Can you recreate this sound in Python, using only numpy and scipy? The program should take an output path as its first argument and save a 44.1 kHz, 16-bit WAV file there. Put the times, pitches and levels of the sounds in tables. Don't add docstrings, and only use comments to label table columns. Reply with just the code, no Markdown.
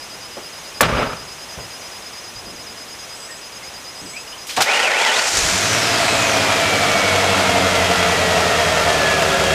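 import sys
import numpy as np
from scipy.fft import rfft, irfft, next_fast_len
from scipy.io import wavfile
from scipy.ndimage import map_coordinates

SR = 44100
rng = np.random.default_rng(int(sys.argv[2]) if len(sys.argv) > 2 else 0)


def pcm_store(signal):
    levels = np.round(np.clip(np.atleast_2d(signal), -1, 1) * 32767)
    wavfile.write(sys.argv[1], SR, levels.astype(np.int16).T)


N = 420713
TIME = np.arange(N) / SR
CATCH_S = 5.245


def amp(db):
    return 10 ** (np.asarray(db) / 20)


def unit(x):
    return x / np.sqrt(np.mean(x ** 2) + 1e-20)


def noise():
    return rng.standard_normal(N)


def wobble(rate):
    return map_coordinates(rng.standard_normal(int(N * rate / SR) + 4), [TIME * rate], order=2)


def hump(x, centre, width):
    return np.exp(-((x - centre) / width) ** 2)


def envelope(start, attack, hold, t60, t=TIME):
    return np.clip((t - start) / attack, 0, 1) * amp(-60 * np.maximum(t - start - attack - hold, 0) / t60)


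def turns(hz):
    return np.cumsum(hz) / SR


def tone(hz, blur, rate):
    return np.sqrt(2) * np.sin(2 * np.pi * turns(hz * (1 + blur * wobble(rate))))


def eq_gain(points, hz):
    f, db = np.transpose(points)
    return amp(np.interp(np.log(hz + 1), np.log(f), db))


def filtered(x, response):
    size = next_fast_len(N + SR // 2)
    return irfft(rfft(x, size) * response(np.fft.rfftfreq(size, 1 / SR)), size)[..., :N]


def coloured(x, points):
    return unit(filtered(x, lambda hz: eq_gain(points, hz)))


def resonate(x, modes):
    def response(f):
        return sum((-1) ** k * amp(db) * 1j * f * width / (hz * hz - f * f + 1j * f * width)
                   for k, (hz, width, db) in enumerate(modes))
    return unit(filtered(x, response))


def standing_waves(x, peaks, width_hz, widening):
    def response(f):
        return sum(amp(db) / (1 + ((f - hz) / (width_hz + widening * hz)) ** 2) for hz, db in peaks)
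    return filtered(x, response)


def strikes(rows, octaves, attack_share):
    out = np.zeros(N)
    t = TIME[:SR]
    hz = np.fft.rfftfreq(SR, 1 / SR) + 1
    for start, db, centre_hz, t60 in rows:
        band = hump(np.log2(hz / centre_hz), 0, octaves)
        burst = unit(irfft(rfft(rng.standard_normal(SR)) * band, SR))
        rise = 1 - np.exp(-t / (attack_share * t60))
        out[round(start * SR):][:SR] += burst * rise * amp(db - 60 * t / t60)
    return out


def whistles(rows, blur, rate):
    out = np.zeros(N)
    for start, length, start_hz, end_hz, db in rows:
        progress = np.clip((TIME - start) / length, 0, 1)
        hz = start_hz + (end_hz - start_hz) * np.sin(np.pi / 2 * progress)
        out += amp(db + 2.1 * wobble(100)) * np.sin(np.pi * progress) * tone(hz, blur, rate)
    return out


# f/Hz, level/dB
GARDEN_EQ = [(25, -17), (60, -6.5), (130, -5.5), (250, -6.5), (600, -2.5), (1000, -3.5), (1500, -6),
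             (2900, -6), (4400, -10.5), (6500, -10.5), (7200, -13), (10100, -15.5), (12500, -22),
             (15500, -25.5)]

def garden():
    return amp(-36 + 0.46 * wobble(3.52)) * coloured(noise(), GARDEN_EQ)


def crickets():
    since = (TIME - .094) % .107
    dip = hump(since, .029, 0.013)
    hz = 5077 - 188 * dip
    scrape = 0.00406 + 0.0222 * dip
    chirp = envelope(0, attack=0.0071, hold=0.055, t60=0.09, t=since)
    chirp *= amp(-37.5 - 2 * dip + 2.1 * wobble(90))
    overtone = amp(-14.5) * hump(since, .055, 0.012) * tone(2.02 * hz, blur=.004, rate=700)
    near = chirp * (tone(hz, scrape, rate=700) + overtone)
    stroke = TIME * 10.8 % 1
    far_chirp = amp(-45.5 + 2 * wobble(5)) * np.sin(np.pi * stroke) ** 2
    far = far_chirp * tone(6750 - 450 * stroke, blur=.018, rate=900)
    chorus = amp(-50 + 2.8 * wobble(23)) * tone(5900, blur=.05, rate=1500)
    return near + far + chorus


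# t/s, level/dB, centre f/Hz, t60/s
CAB_THUDS = [(.368, -26, 506, 0.18), (1.573, -32, 100, 0.27), (1.578, -30.5, 540, 0.25),
             (2.35, -40, 60, .8), (2.41, -39, 240, 1.9), (4.014, -32, 170, 0.32)]

def cab_bumps():
    return strikes(CAB_THUDS, octaves=1.2, attack_share=0.013)


# t/s, level/dB, centre f/Hz, t60/s
DOOR_HITS = [(.807, 0, 911, 0.027), (.8095, -8.5, 7000, 0.048), (.8165, -26, 7500, .03),
             (.827, -14, 1700, .18)]
# f/Hz, level/dB
BOOM_EQ = [(13, -41), (22, -11), (54, 3), (86, -4), (172, 3), (198, -15), (238, 1), (300, -16), (390, -40),
           (660, -120)]
# t/s, level/dB, attack/s, hold/s, t60/s
RATTLE_BURSTS = [(0.806, -14, .002, .028, .3), (0.878, -21.5, .01, 0.078, 0.38),
                 (0.943, -18, 0.041, 0.027, 0.57)]
# f/Hz, level/dB
PANEL_EQ = [(88, -32), (150, -11), (238, -6), (294, -12), (535, -2), (787, -9.5), (866, -5.5), (1050, -9.5),
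            (1270, -3), (1800, -14), (2450, -13), (15000, -52)]

def door_slam():
    hits = strikes(DOOR_HITS, octaves=1.47, attack_share=0.012)
    boom = amp(-26.5) * envelope(.812, attack=.022, hold=0.18, t60=0.69) * coloured(noise(), BOOM_EQ)
    rattle_power = sum((amp(db) * envelope(start, attack, hold, t60)) ** 2
                       for start, db, attack, hold, t60 in RATTLE_BURSTS)
    rattle = np.sqrt(rattle_power) * amp(1.3 * wobble(110)) * coloured(noise(), PANEL_EQ)
    return hits + boom + rattle


# t/s, length/s, start f/Hz, end f/Hz, level/dB
BIRD_LISPS = [(3.06, .4, 8200, 7800, -42), (3.92, .4, 8200, 7700, -43)]
BIRD_CHIRPS = [(3.28, 0.066, 1780, 1880, -38), (3.615, .05, 1900, 2200, -40),
               (4.128, 0.092, 2150, 2630, -33), (4.265, .025, 1710, 3200, -39),
               (4.315, 0.048, 2760, 3130, -38)]

def birds():
    return whistles(BIRD_LISPS, blur=0.0256, rate=830) + whistles(BIRD_CHIRPS, blur=0.0314, rate=830)


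# t/s, level/dB, centre f/Hz, t60/s
STARTER_HITS = [(4.468, -29.5, 5000, .2), (4.49, -24.5, 3370, 0.38), (4.563, -17.5, 2960, 0.22),
                (4.571, -16.5, 800, 0.21), (4.575, -23, 180, 0.18), (4.604, -10.5, 900, .091),
                (4.604, -13.5, 3360, 0.23), (4.6195, -7.5, 3650, 0.052), (5.05, -8, 2200, .015)]

def starter_clunk():
    ring = amp(-19) * envelope(4.569, attack=0.012, hold=0.036, t60=.03) * tone(820, blur=0.1393, rate=400)
    return strikes(STARTER_HITS, octaves=1.37, attack_share=0.0094) + ring


# t/s, f/Hz
MESH_RATE = [(4.63, 1350), (4.72, 2650), (4.81, 3200), (4.865, 2600), (4.925, 1750), (5.03, 3550),
             (5.11, 3000), (5.19, 4350), (5.23, 5000)]
# multiple of the mesh rate, level/dB
MESH_PARTIALS = [(.28, -3), (.63, -6), (1, 0), (1.3, -17)]
# f/Hz, level/dB
BELL_HOUSING_EQ = [(400, -10), (650, -3), (900, -2), (1150, -11), (1650, -8), (2000, 0), (2700, 0),
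                   (3150, -5), (4400, -4), (6000, -18)]
# f/Hz, level/dB
GRIND_EQ = [(71, -75), (120, -62), (216, -11), (310, -15.5), (455, -2.5), (869, 0), (1000, -5),
            (1950, -7.5), (2690, -2.5), (3720, -11), (7400, -20), (13300, -38), (15000, -53)]
# f/Hz, width/Hz, level/dB
HOUSING_MODES = [(870, 49, -9), (1360, 5.9, 2), (1474, 24, -1), (1940, 200, -8), (2470, 84, -8)]
# f/Hz, level/dB
HISS_EQ = [(2060, -23.5), (3500, -2), (4490, 1), (5690, 2.5), (7430, 0.5), (13900, -22.5), (14800, -39),
           (15500, -52)]
# t/s, length/s, start f/Hz, end f/Hz, level/dB
GEAR_SQUEALS = [(5.01, .11, 2550, 1795, -21.5)]

def starter_cranking():
    mesh_hz = np.interp(TIME, *np.transpose(MESH_RATE))
    teeth = amp(1.2 * np.sin(2 * np.pi * turns(mesh_hz / 18)) + 1.2 * wobble(120))
    gears = np.zeros(N)
    for multiple, db in MESH_PARTIALS:
        hz = multiple * mesh_hz
        gears += amp(db + 2.5 * wobble(130)) * eq_gain(BELL_HOUSING_EQ, hz) * tone(hz, blur=.04, rate=600)
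    sweet_spot = hump(np.log2(mesh_hz / 2780), 0, 1.5)
    whine = amp(-22.5) * sweet_spot * teeth * gears * envelope(4.65, attack=0.024, hold=0.53, t60=.1)
    grind = amp(-19.5) * coloured(noise() * teeth, GRIND_EQ)
    housing = amp(-22.5) * resonate(noise() * teeth, HOUSING_MODES)
    rasp = amp(-27.5 + 8 * np.log2(mesh_hz / 3080)) * coloured(noise() * teeth, HISS_EQ)
    squeal = whistles(GEAR_SQUEALS, blur=.045, rate=720)
    engaged = envelope(4.6, attack=0.098, hold=0.526, t60=0.92)
    return whine + squeal + (grind + housing + rasp) * engaged


# t/s, level/dB, t60/s
INTAKE_COUGHS = [(5.148, -29, .3), (5.263, -21, 0.14)]

def intake_coughs():
    puffs = sum(amp(db) * envelope(start, attack=.01, hold=0.0099, t60=t60)
                for start, db, t60 in INTAKE_COUGHS)
    return puffs * coloured(noise(), HISS_EQ)


def flare(decay_s, hold_s=0.13):
    return np.exp(-np.maximum(TIME - CATCH_S - hold_s, 0) / decay_s)


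# t/s, f/Hz
FIRING_RATE = [(5.25, 28), (5.5, 85), (5.68, 108), (5.8, 114.5), (5.95, 115.5), (6.2, 111), (6.5, 104.5),
               (6.8, 100.5), (7.5, 94), (8.0, 86.5), (8.7, 80.5), (8.95, 76.3), (9.2, 73.8), (9.54, 73.3)]
CYLINDER_LEVELS = [3, -1.5, -1, -4, -2, -1, 0, -3]

def engine():
    firing_hz = np.interp(TIME, *np.transpose(FIRING_RATE))
    fired = turns(firing_hz)
    index = fired.astype(int)
    scatter_db = 1.7 * rng.standard_normal(index[-1] + 1)
    punch = amp(np.take(CYLINDER_LEVELS, index, mode="wrap") + scatter_db[index])
    pulses = unit(np.diff(index, prepend=0) * punch)
    puff = punch * np.exp(-(fired % 1) / .6)
    throttle = flare(decay_s=0.63)
    hiss = amp(-33 + 13.5 * throttle) * coloured(noise() * (1 + 1.2 * puff), HISS_EQ)
    running = np.clip((TIME - CATCH_S) / 0.12, 0, 1)
    rush = hiss + roar(pulses, puff) + fan(firing_hz, throttle, puff)
    return (rush + exhaust(fired) + alternator(firing_hz)) * running


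# f/Hz, level/dB
DRONE_PEAKS = [(92, -5), (184, -11), (278, -4), (436, -4.5), (472, -0.5), (548, -0.5), (615, -2),
               (637, -1.5), (668, 0.5), (696, 3.5), (745, -1), (856, -2.5), (942, -2), (1051, -5.5),
               (1200, -4), (1277, -2.5), (1339, -7.5), (1372, -0.5), (1472, -5), (1739, -7.5), (1920, -8.5),
               (2250, -14), (2700, -5.5), (3130, -9.5), (3284, -3.5)]
# f/Hz, width/Hz, level/dB
UNDERBODY_MODES = [(657, 81, 8.5), (1320, 110, -5), (1750, 53, -17)]

def roar(pulses, puff):
    drone = unit(standing_waves(0.35 * pulses + noise(), DRONE_PEAKS, width_hz=9.9, widening=0.0022))
    underbody = resonate(0.08 * pulses + unit(noise() * (0.61 + puff)), UNDERBODY_MODES)
    build = amp(-14 * flare(decay_s=.45))
    return build * (amp(-20.5) * drone + amp(-26) * underbody)


# f/Hz, level/dB
FAN_EQ = [(24, -54), (40, -47), (82, -9), (183, -12), (218, -14), (280, -10.5), (317, -7), (438, -5.5),
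          (577, -12.5), (686, -7), (797, -6.5), (2270, -4), (6980, -16), (13300, -30.5), (15500, -48)]

def fan(firing_hz, throttle, puff):
    level_db = -19 + 2.5 * np.log2(firing_hz / 96.7) - 1.5 * throttle
    return amp(level_db) * coloured(noise() * (1 + .5 * puff), FAN_EQ)


def starter_coasting():
    top_s, top_hz, race_hz_per_s, slow_hz_per_s, loudest_hz = 5.5, 7000, 6000, 4900, 5400
    since = TIME - top_s
    mesh_hz = np.maximum(top_hz + np.minimum(race_hz_per_s * since, -slow_hz_per_s * since), 1)
    whistle = sum(hump(np.log2(hz / loudest_hz), 0, .65) * tone(hz, blur=.055, rate=1200)
                  for hz in (mesh_hz, 2 * mesh_hz))
    return amp(-29) * whistle * envelope(CATCH_S, attack=0.27, hold=0.8, t60=1.1)


# multiple of the cycle rate, level/dB
ENGINE_ORDERS = [(3, -23), (4, -23), (7, -19), (8, -1.5), (9, -12), (11, -13), (12, -8.5), (15, -20),
                 (16, -5.5), (17, -5), (19, -19), (20, -17), (21.2, -8), (23, -24), (24, -8.5), (40, -7),
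                 (42.3, -5), (59.7, 0.5)]
# f/Hz, level/dB
TAILPIPE_PEAKS = [(152, -8), (185, 3.5), (279, 10), (392, 2), (442, 2), (470, -2), (550, 0)]

def exhaust(fired):
    tilt_db_per_octave = 6 * flare(decay_s=1)
    partials = np.zeros(N)
    for order, db in ENGINE_ORDERS:
        ratio = order / len(CYLINDER_LEVELS)
        gain = amp(db - tilt_db_per_octave * abs(np.log2(ratio)) + 1.9 * wobble(5))
        partials += gain * np.sqrt(2) * np.sin(2 * np.pi * (fired * ratio + rng.random()))
    partials *= amp(1.44 * wobble(45))
    piped = partials + standing_waves(partials, TAILPIPE_PEAKS, width_hz=7, widening=.006)
    beat = amp(-34.5) * np.interp(TIME, [5.32, 5.46], [0, 1]) * piped
    shudder = amp(-32.5) * envelope(5.31, attack=0.086, hold=0.069, t60=0.37)
    rumble = (amp(-48.5) + shudder) * resonate(noise(), [(40, 20, 0), (85, 14, 0)])
    return beat + rumble


# t/s, half width/s, boost/dB
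ALTERNATOR_SWELLS = [(6.2, 0.071, 5.5), (6.72, 0.087, 6.5), (7.04, .09, 7), (8.3, 0.17, 2.5),
                     (9.07, 0.12, 7), (9.46, 0.035, 4)]

def alternator(firing_hz):
    swell_db = sum(db * hump(TIME, peak_s, width) for peak_s, width, db in ALTERNATOR_SWELLS)
    fade_in = np.interp(TIME, [5.8, 6.2], [0, 1])
    whine = tone(22.75 * firing_hz, blur=0.0086, rate=200)
    return fade_in * amp(-30.5 + swell_db + 1.6 * wobble(20)) * whine


def scene():
    ambience = garden() + crickets() + birds()
    body = cab_bumps() + door_slam()
    start_up = starter_clunk() + starter_cranking() + intake_coughs() + engine() + starter_coasting()
    mono = ambience + body + start_up
    return np.array([mono, mono])


def record(dry):
    cutoff_hz = 15450
    clipped = dry / (1 + np.abs(dry) ** 6) ** (1 / 6)
    return filtered(clipped, lambda hz: hz < cutoff_hz)


dry = scene()
out = record(dry)
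pcm_store(out)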